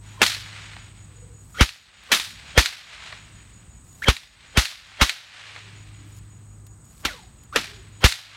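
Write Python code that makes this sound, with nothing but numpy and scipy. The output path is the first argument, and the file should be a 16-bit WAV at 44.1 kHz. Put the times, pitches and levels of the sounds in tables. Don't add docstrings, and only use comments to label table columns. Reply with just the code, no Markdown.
import sys
import numpy as np
from scipy import signal
from scipy.fft import rfft, irfft, next_fast_len
from scipy.io import wavfile
from scipy.ndimage import uniform_filter1d, map_coordinates

SR = 44100
rng = np.random.default_rng(int(sys.argv[2]) if len(sys.argv) > 2 else 0)


def to_wav(s):
    ch = np.atleast_2d(s).T
    pcm = np.round(np.clip(ch, -1, 1) * 32767)
    wavfile.write(sys.argv[1], SR, pcm.astype(np.int16))


N = 368676
TIME = np.arange(N) / SR


def amp(db):
    return 10 ** (np.asarray(db) / 20)


def unit(x):
    return x / np.sqrt(np.mean(x ** 2) + 1e-20)


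def along(points, hz):
    point_hz, values = np.transpose(points)
    return np.interp(np.log(hz + 1), np.log(point_hz + 1), values)


def curve(rows, t):
    return np.interp(t, *np.transpose(rows))


def filtered(x, response):
    size = next_fast_len(len(x) + 8192)
    return irfft(rfft(x, size) * response(np.fft.rfftfreq(size, 1 / SR)), size)[:len(x)]


def noise(spectrum, size, tilt_db=0):
    def colour(hz):
        return amp(along(spectrum, hz) + tilt_db * np.log2(np.maximum(hz, 200) / 2000))
    return unit(filtered(rng.standard_normal(size), colour))


def wobble(rate, size):
    knots = rng.standard_normal(int(size * rate / SR) + 4)
    return map_coordinates(knots, [np.arange(size) * rate / SR])


def click(spectrum, size=1024):
    cepstrum = irfft(np.log(amp(along(spectrum, np.fft.rfftfreq(size, 1 / SR)))))
    cepstrum[1:size // 2] *= 2
    cepstrum[size // 2 + 1:] = 0
    pulse = irfft(np.exp(rfft(cepstrum)))
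    return pulse / np.abs(pulse).max()


def add(track, s, sound):
    start = round(s * SR)
    part = sound[:max(N - start, 0)]
    track[start:start + len(part)] += part


# (frequency [Hz], relative level [dB])
AIR_SPECTRUM = [(22, -24.5), (50, 17), (90, 10), (160, 7), (300, -5), (550, -13.5), (1200, -12),
                (3000, -25.5), (5500, -26.5), (9000, -29), (11000, -33), (16000, -32.5)]

def open_air():
    return amp(-49.5 + 0.27 * wobble(5.3, N)) * noise(AIR_SPECTRUM, N)


# (time [s], level [dB])
ENGINE_LEVEL = [(0, -45.5), (1.4, -49), (2.5, -76), (3.3, -50.5), (4, -67.5), (5.6, -44.5), (6.3, -45),
                (6.7, -48), (7.1, -65), (7.6, -55), (7.9, -49), (8.36, -41.5)]
# (order [multiple of the firing cycle], relative level [dB])
ENGINE_ORDERS = [(2, -14), (4, 6.5), (5, -6.5), (6, -11.5), (7, -15), (8, -33.5), (9, -42.5), (12, -14.5),
                 (16, -25)]

def engine(cycle_hz=25.75):
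    phase = 2 * np.pi * np.cumsum(cycle_hz * (1 + 0.0037 * wobble(4.2, N))) / SR
    hum = np.zeros(N)
    for order, db in ENGINE_ORDERS:
        level = amp(db + 0.62 * wobble(6.9, N))
        hum += level * np.sin(order * phase + rng.uniform(0, 2 * np.pi))
    return amp(curve(ENGINE_LEVEL, TIME)) * unit(hum)


# (start [s], chirp period [s])
CRICKET_PERIODS = [(.064, .1822), (1.761, .1767), (4.079, .1902), (5.578, .1803)]
# (frequency [Hz], relative level [dB])
CHORUS_SPECTRUM = [(5500, -52), (6400, -16), (6750, -5.5), (7300, -9), (7500, -23), (7900, -1.5),
                   (8500, -4.5), (8680, -15), (9500, -19), (11000, -73)]

def insects(pitch_hz=6860, strokes_per_s=48, chirp_s=.085):
    cricket, t = np.zeros(N), np.arange(int(chirp_s * SR)) / SR
    stroke = t * strokes_per_s % 1
    pulses = np.abs(np.sin(np.pi * stroke)) ** 0.64
    ends = [s for s, _ in CRICKET_PERIODS[1:]] + [N / SR]
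    for (start, period), end in zip(CRICKET_PERIODS, ends):
        for s in np.arange(start, end - period / 4, period):
            hz = pitch_hz * (1 + 0.025 * (.5 - stroke) + .005 * wobble(500, len(t)))
            tone = np.sin(2 * np.pi * np.cumsum(hz) / SR)
            add(cricket, s, amp(-52 + rng.normal(0, 1)) * pulses * tone)
    chorus = amp(-59 + 1.3 * wobble(65, N)) * noise(CHORUS_SPECTRUM, N)
    drift_db = curve([(0, 0.56), (4, -0.43), (5.5, -2.4), (8.36, -1.6)], TIME)
    return (cricket + chorus) * amp(drift_db)


def whistle(hz, steady_cycles=5):
    flutter = amp(3 * wobble(45, len(hz)))
    cycles = np.cumsum(hz) / SR
    knots = rng.standard_normal((2, 2048))
    a, b = [map_coordinates(row, [cycles / steady_cycles], mode="wrap") for row in knots]
    return flutter * unit(a * np.sin(2 * np.pi * cycles) + b * np.cos(2 * np.pi * cycles))


# (frequency [Hz], relative level [dB])
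NEAR_SPECTRUM = [(60, -12), (250, 0.5), (500, -9), (750, -6.5), (1400, 0.5), (2500, -0.5), (4000, -2),
                 (4950, -10.5), (5800, -7), (8000, -17.5), (12200, -21), (16000, -30)]
# (middle [s], length [s], pitch [Hz], hum [dB], hiss [dB])
SLOW_SWINGS = [(0.112, .22, 900, -62.5, -51), (1.267, 0.39, 470, -60.5, -71), (5.62, 0.4, 415, -60, -70),
               (6.038, 0.2, 304, -57.5, -66), (7.739, 0.39, 404, -58.5, -58.5)]

def swings(pitch_sag=0.116):
    out = np.zeros(N)
    for middle, length, hz, hum_db, hiss_db in SLOW_SWINGS:
        arc = np.linspace(-.5, .5, int(length * SR))
        hum = amp(hum_db) * whistle(hz * (1 - pitch_sag * arc))
        hiss = amp(hiss_db) * noise(NEAR_SPECTRUM, len(arc))
        add(out, max(middle - length / 2, 0), np.cos(np.pi * arc) * (hum + hiss))
    return out


# (start [s], length [s], first pitch [Hz], last pitch [Hz], whistle [dB], hiss [dB])
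THONG_THROWS = [(0.135, .07, 943, 1033, -49.5, -53.5), (1.543, .043, 1274, 1410, -37, -41),
                (1.583, .023, 1780, 2320, -25.5, -31), (2.084, 0.037, 1024, 1460, -36.5, -46.5),
                (4.019, .013, 1346, 1960, -24.5, -35), (4.029, 0.02, 2012, 2320, -30, -30.5),
                (4.045, 0.0326, 1843, 1595, -28, -39.5), (4.996, 0.018, 1800, 2065, -23.5, -33),
                (7.524, .041, 1093, 1900, -27.5, -40.5), (8.004, .033, 926, 1200, -41.5, -38.5)]

def throws(swell_db=10.5, edge_s=0.0033):
    out = np.zeros(N)
    for s, length, first_hz, last_hz, whistle_db, hiss_db in THONG_THROWS:
        t = np.arange(int(length * SR)) / SR
        swell = amp(swell_db * (t / length - 1))
        edges = np.minimum(np.minimum(t, length - t) / edge_s, 1)
        tone = amp(whistle_db) * whistle(first_hz + (last_hz - first_hz) * t / length)
        hiss = amp(hiss_db) * noise(NEAR_SPECTRUM, len(t), tilt_db=1.5)
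        add(out, s, swell * edges * (tone + hiss))
    return out


# (frequency [Hz], relative level [dB])
SHOCK_SPECTRUM = [(60, -14.5), (250, -9.5), (550, 4), (900, -2), (1500, 4), (3400, -2), (5000, -6),
                  (6300, -10), (7400, -15), (11700, -20), (16000, -54)]
# (time [s], shock [dB], run-up [dB], lawn [dB], lawn hold [s], lawn t60 [s],
# yard [dB], house [dB], trees [dB], brightness [dB/octave])
WHIP_CRACKS = [(.2170, .5, -26.5, -11.5, .019, 0.056, -18.5, -20, -44, .5),
               (1.6096, 1.5, -17.5, -11.5, .022, .065, -20.5, -18, -47, 0),
               (2.1168, -6, -25.5, -5.5, 0.0049, 0.18, -20, -16, -48, 2),
               (2.5772, 3.5, -18, -8.5, .016, .078, -12.5, -5, -40.5, 0),
               (4.0847, 0.5, -14.5, -13, 0.017, .077, -24.5, -19, -49.5, 0),
               (4.5729, 1, -19.5, -11.5, 0.023, 0.1, -13.5, -9.5, -42, 0.5),
               (5.013, 1, -17.5, -4, 0.016, 0.086, -11.5, 0, -37.5, -0.5),
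               (7.0510, -10, -33, -14.5, 0.002, .075, -37, -43, -69, 0.5),
               (7.5605, -0.5, -26, -15, 0.0059, .12, -28.5, -31.5, -61, -1.5),
               (8.0412, 1, -20.5, -8.5, 0.022, .05, -12, -7, -37.5, 0.5)]

def run_up(cracker_hz=3200, rush_t60=.055, zip_t60=0.053):
    out = np.zeros(N)
    left_s = np.arange(SR // 25)[::-1] / SR
    for s, _, rush_db, *_ in WHIP_CRACKS:
        rush = amp(rush_db - 60 * left_s / rush_t60) * noise(SHOCK_SPECTRUM, len(left_s), tilt_db=-3)
        phase = 2 * np.pi * np.cumsum(cracker_hz * (1 + .025 * wobble(400, len(left_s)))) / SR
        zip_db = 19 + 2 * rush_db
        cracker = amp(zip_db - 60 * left_s / zip_t60) * np.sin(phase)
        add(out, s - left_s[0], rush + cracker)
    return out


def shock(min_gap_s=0.00022, crackle_db=-11, crackle_t60=0.02):
    t = np.arange(SR // 20) / SR
    pulse = click(SHOCK_SPECTRUM)
    out = amp(crackle_db - 60 * t / crackle_t60) * noise(SHOCK_SPECTRUM, len(t))
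    add(out, 0, -pulse)
    add(out, min_gap_s * rng.uniform(1, 2), -pulse / 2)
    return out


def off_ground(x, share, delay_s=.00222):
    return x + share * np.pad(x, (round(delay_s * SR), 0))[:len(x)]


def lawn_scatter(t, hold_s, t60, bright_db):
    decay = amp(-60 * np.maximum(t - hold_s, 0) / t60)
    onset = 1 - np.exp(-t / .0015)
    flicker = amp(1.5 * wobble(900, len(t)))
    return onset * decay * flicker * off_ground(noise(NEAR_SPECTRUM, len(t), bright_db), share=0.067)


def dulled(x, t, corner_hz=4900, start_db=2, loss_db_per_s=45):
    treble = filtered(x, lambda hz: 1 - 1 / (1 + (hz / corner_hz) ** 8))
    return x - treble + amp(start_db - loss_db_per_s * t) * treble


# (frequency [Hz], relative level [dB])
YARD_SPECTRUM = [(150, -55.5), (250, -22.5), (501, -26.5), (586, -15), (1060, -14.5), (1220, -10.5),
                 (1700, -5), (3010, -4), (3840, -2), (4820, -4), (11700, -17.5), (16000, -28)]

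def yard_tail(t, bright_db, t60=0.58, rise_s=0.021):
    envelope = amp(-60 * t / t60) * (1 - np.exp(-t / rise_s))
    clumps = amp(1.5 * wobble(250, len(t)) + 1.5 * wobble(1200, len(t)))
    return envelope * clumps * dulled(noise(YARD_SPECTRUM, len(t), bright_db), t)


# (frequency [Hz], relative level [dB])
WALL_SPECTRUM = [(150, -57), (500, -17.5), (1200, -3.5), (2200, 3.5), (3200, -3), (4200, 4), (5200, -15),
                 (8000, -15), (12000, -30.5), (16000, -38)]

def reflection(bright_db, smear_t60=0.11, smear_db=-12.5, snap_db=4):
    t = np.arange(SR // 10) / SR
    front = amp(-60 * t / .016) * (1 - np.exp(-t / .0004))
    smear = amp(smear_db - 60 * t / smear_t60)
    out = (front + smear) * noise(WALL_SPECTRUM, len(t), bright_db)
    add(out, 0, -amp(snap_db) * click(WALL_SPECTRUM))
    return out


# (frequency [Hz], relative level [dB])
TREE_SPECTRUM = [(150, -28.5), (400, -12.5), (800, -5.5), (1500, 0.5), (2400, 2.5), (4000, -2), (5500, -10),
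                 (8000, -13.5), (12000, -34), (16000, -62)]
# (delay [s], relative level [dB])
TREE_ENVELOPE = [(0, -35.5), (.15, -8), (.27, -1.5), (.37, 3), (.52, -1), (.7, -11.5), (1.0, -19.5),
                 (1.6, -37.5)]

def tree_echo(t):
    level_db = curve(TREE_ENVELOPE, t) + 1.1 * wobble(21, len(t)) + 1.1 * wobble(240, len(t))
    return amp(level_db) * noise(TREE_SPECTRUM, len(t))


# (delay [s], level relative to the yard [dB], brightness [dB/octave])
WALL_ECHOES = [(0.0497, -8, 0.5), (.149, -14.5, -5.5), (.549, -15.5, -7)]
# (time [s], level [dB], brightness [dB/octave])
FIRST_CRACK_SLAPS = [(.2637, -12.5, 3.5), (.318, -25, 3), (.329, -26, 3), (.348, -25, 1)]

def cracks(house_delay_s=.0817, trunk_delays_s=(0.23, .56)):
    out, t = np.zeros(N), np.arange(int(1.6 * SR)) / SR
    for s, shock_db, _, lawn_db, hold_s, t60, yard_db, house_db, trees_db, bright_db in WHIP_CRACKS:
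        add(out, s, amp(shock_db + 2) * off_ground(shock(), share=0.63))
        add(out, s, amp(lawn_db - 1.5) * lawn_scatter(t, hold_s, t60, bright_db))
        add(out, s, amp(yard_db - 0.5) * yard_tail(t, bright_db))
        add(out, s + house_delay_s, amp(house_db) * reflection(bright_db=3))
        for delay, wall_db, wall_bright_db in WALL_ECHOES:
            add(out, s + delay, amp(yard_db + wall_db) * reflection(wall_bright_db))
        add(out, s, amp(trees_db) * tree_echo(t))
        for delay in rng.uniform(*trunk_delays_s, size=4):
            add(out, s + delay, amp(trees_db + 3) * reflection(bright_db=-4))
    for s, db, bright_db in FIRST_CRACK_SLAPS:
        add(out, s, amp(db) * reflection(bright_db))
    return out


# (start [s], length [s], level at the end [dB])
GRASS_DRAGS = [(1.39, .16, -56.5), (2.035, .07, -57.5), (3.84, 0.26, -53), (6.05, .14, -56),
               (6.84, .2, -54)]
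# (time [s], relative level [dB])
FAINT_TICKS = [(2.036, -41), (3.998, -45.5), (4.062, -41), (6.6666, -40.5), (7.4355, -43), (8.019, -40)]

def grass(swell_db=13.5, tick_t60=0.034):
    out, t = np.zeros(N), np.arange(SR // 10) / SR
    blades = [(1000, -10.5), (4000, -7.5), (9000, -7.5), (16000, -12.5)]  # (frequency [Hz], level [dB])
    for s, length, db in GRASS_DRAGS:
        size = int(length * SR)
        level_db = db + np.linspace(-swell_db, 0, size) + 3.5 * wobble(350, size)
        add(out, s, amp(level_db) * noise(blades, size))
    for s, db in FAINT_TICKS:
        add(out, s, amp(db - 7 - 60 * t / tick_t60) * noise(blades, len(t)))
    return out


# (time [s], relative level [dB], first jolt [cycles])
BASS_THUMPS = [(1.610, -4, .95), (2.577, -6.5, 0.66), (4.084, -7, 0.88), (4.576, -5, .9),
               (5.016, -2.5, 0.56), (7.052, -30, 3), (8.043, -3.5, 0.71)]

def thumps(swing_hz=54.3, peak_s=0.0075, jolt_s=0.0023):
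    out, t = np.zeros(N), np.arange(SR // 6) / SR
    envelope = (t / peak_s * np.exp(1 - t / peak_s)) ** 0.88
    for s, db, jolt in BASS_THUMPS:
        cycles = swing_hz * t + jolt * (1 - np.exp(-t / jolt_s))
        add(out, s, amp(db + 2) * envelope * np.sin(2 * np.pi * cycles))
    return out


# (start [s], first pitch [Hz], whistle [dB], hiss [dB], braking time [s])
THONG_COASTS = [(7.058, 3610, -29.5, -29, .015), (7.069, 935, -42.5, -47, 0.045)]

def coasts(length_s=0.4, drag_power=.6, extra_fade_db_per_s=107.5):
    out, t = np.zeros(N), np.arange(int(length_s * SR)) / SR
    for s, hz, whistle_db, hiss_db, braking_s in THONG_COASTS:
        speed = (1 + t / braking_s) ** -drag_power
        tone = amp(whistle_db) * whistle(hz * speed)
        hiss = amp(hiss_db) * noise(NEAR_SPECTRUM, len(t))
        add(out, s, amp(-extra_fade_db_per_s * t) * speed * (tone + hiss))
    return out


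def scene():
    air = open_air()
    whip = swings() + grass() + throws() + run_up() + cracks() + coasts()
    return (air + engine() + insects() + whip + thumps())[None]


def gain_control(x, threshold_db=-22, release_db_per_s=26, attack_s=0.067, bass_extra=0.502):
    bass = filtered(x, lambda hz: 1 / (1 + (hz / 300) ** 4))
    bass_db = 10 * np.log10(np.abs(uniform_filter1d(bass ** 2, SR // 50)) + 1e-12)
    excess_db = np.maximum(bass_db - threshold_db, 0)
    recovery_db = release_db_per_s * TIME
    held_db = np.maximum.accumulate(excess_db + recovery_db) - recovery_db
    pole = np.exp(-1 / (attack_s * SR))
    cut_db = signal.lfilter([1 - pole], [1, -pole], held_db)
    slow_cut_db = signal.lfilter([1 - pole], [1, -pole], cut_db)
    return amp(-cut_db) * (x - bass + amp(-bass_extra * slow_cut_db) * bass)


def record(dry, top_hz=15900):
    ducked = gain_control(dry[0])
    rounded = ducked / (1 + ducked ** 6) ** (1 / 6)
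    return filtered(rounded, lambda hz: hz < top_hz)[None]


dry = scene()
out = record(dry)
to_wav(out)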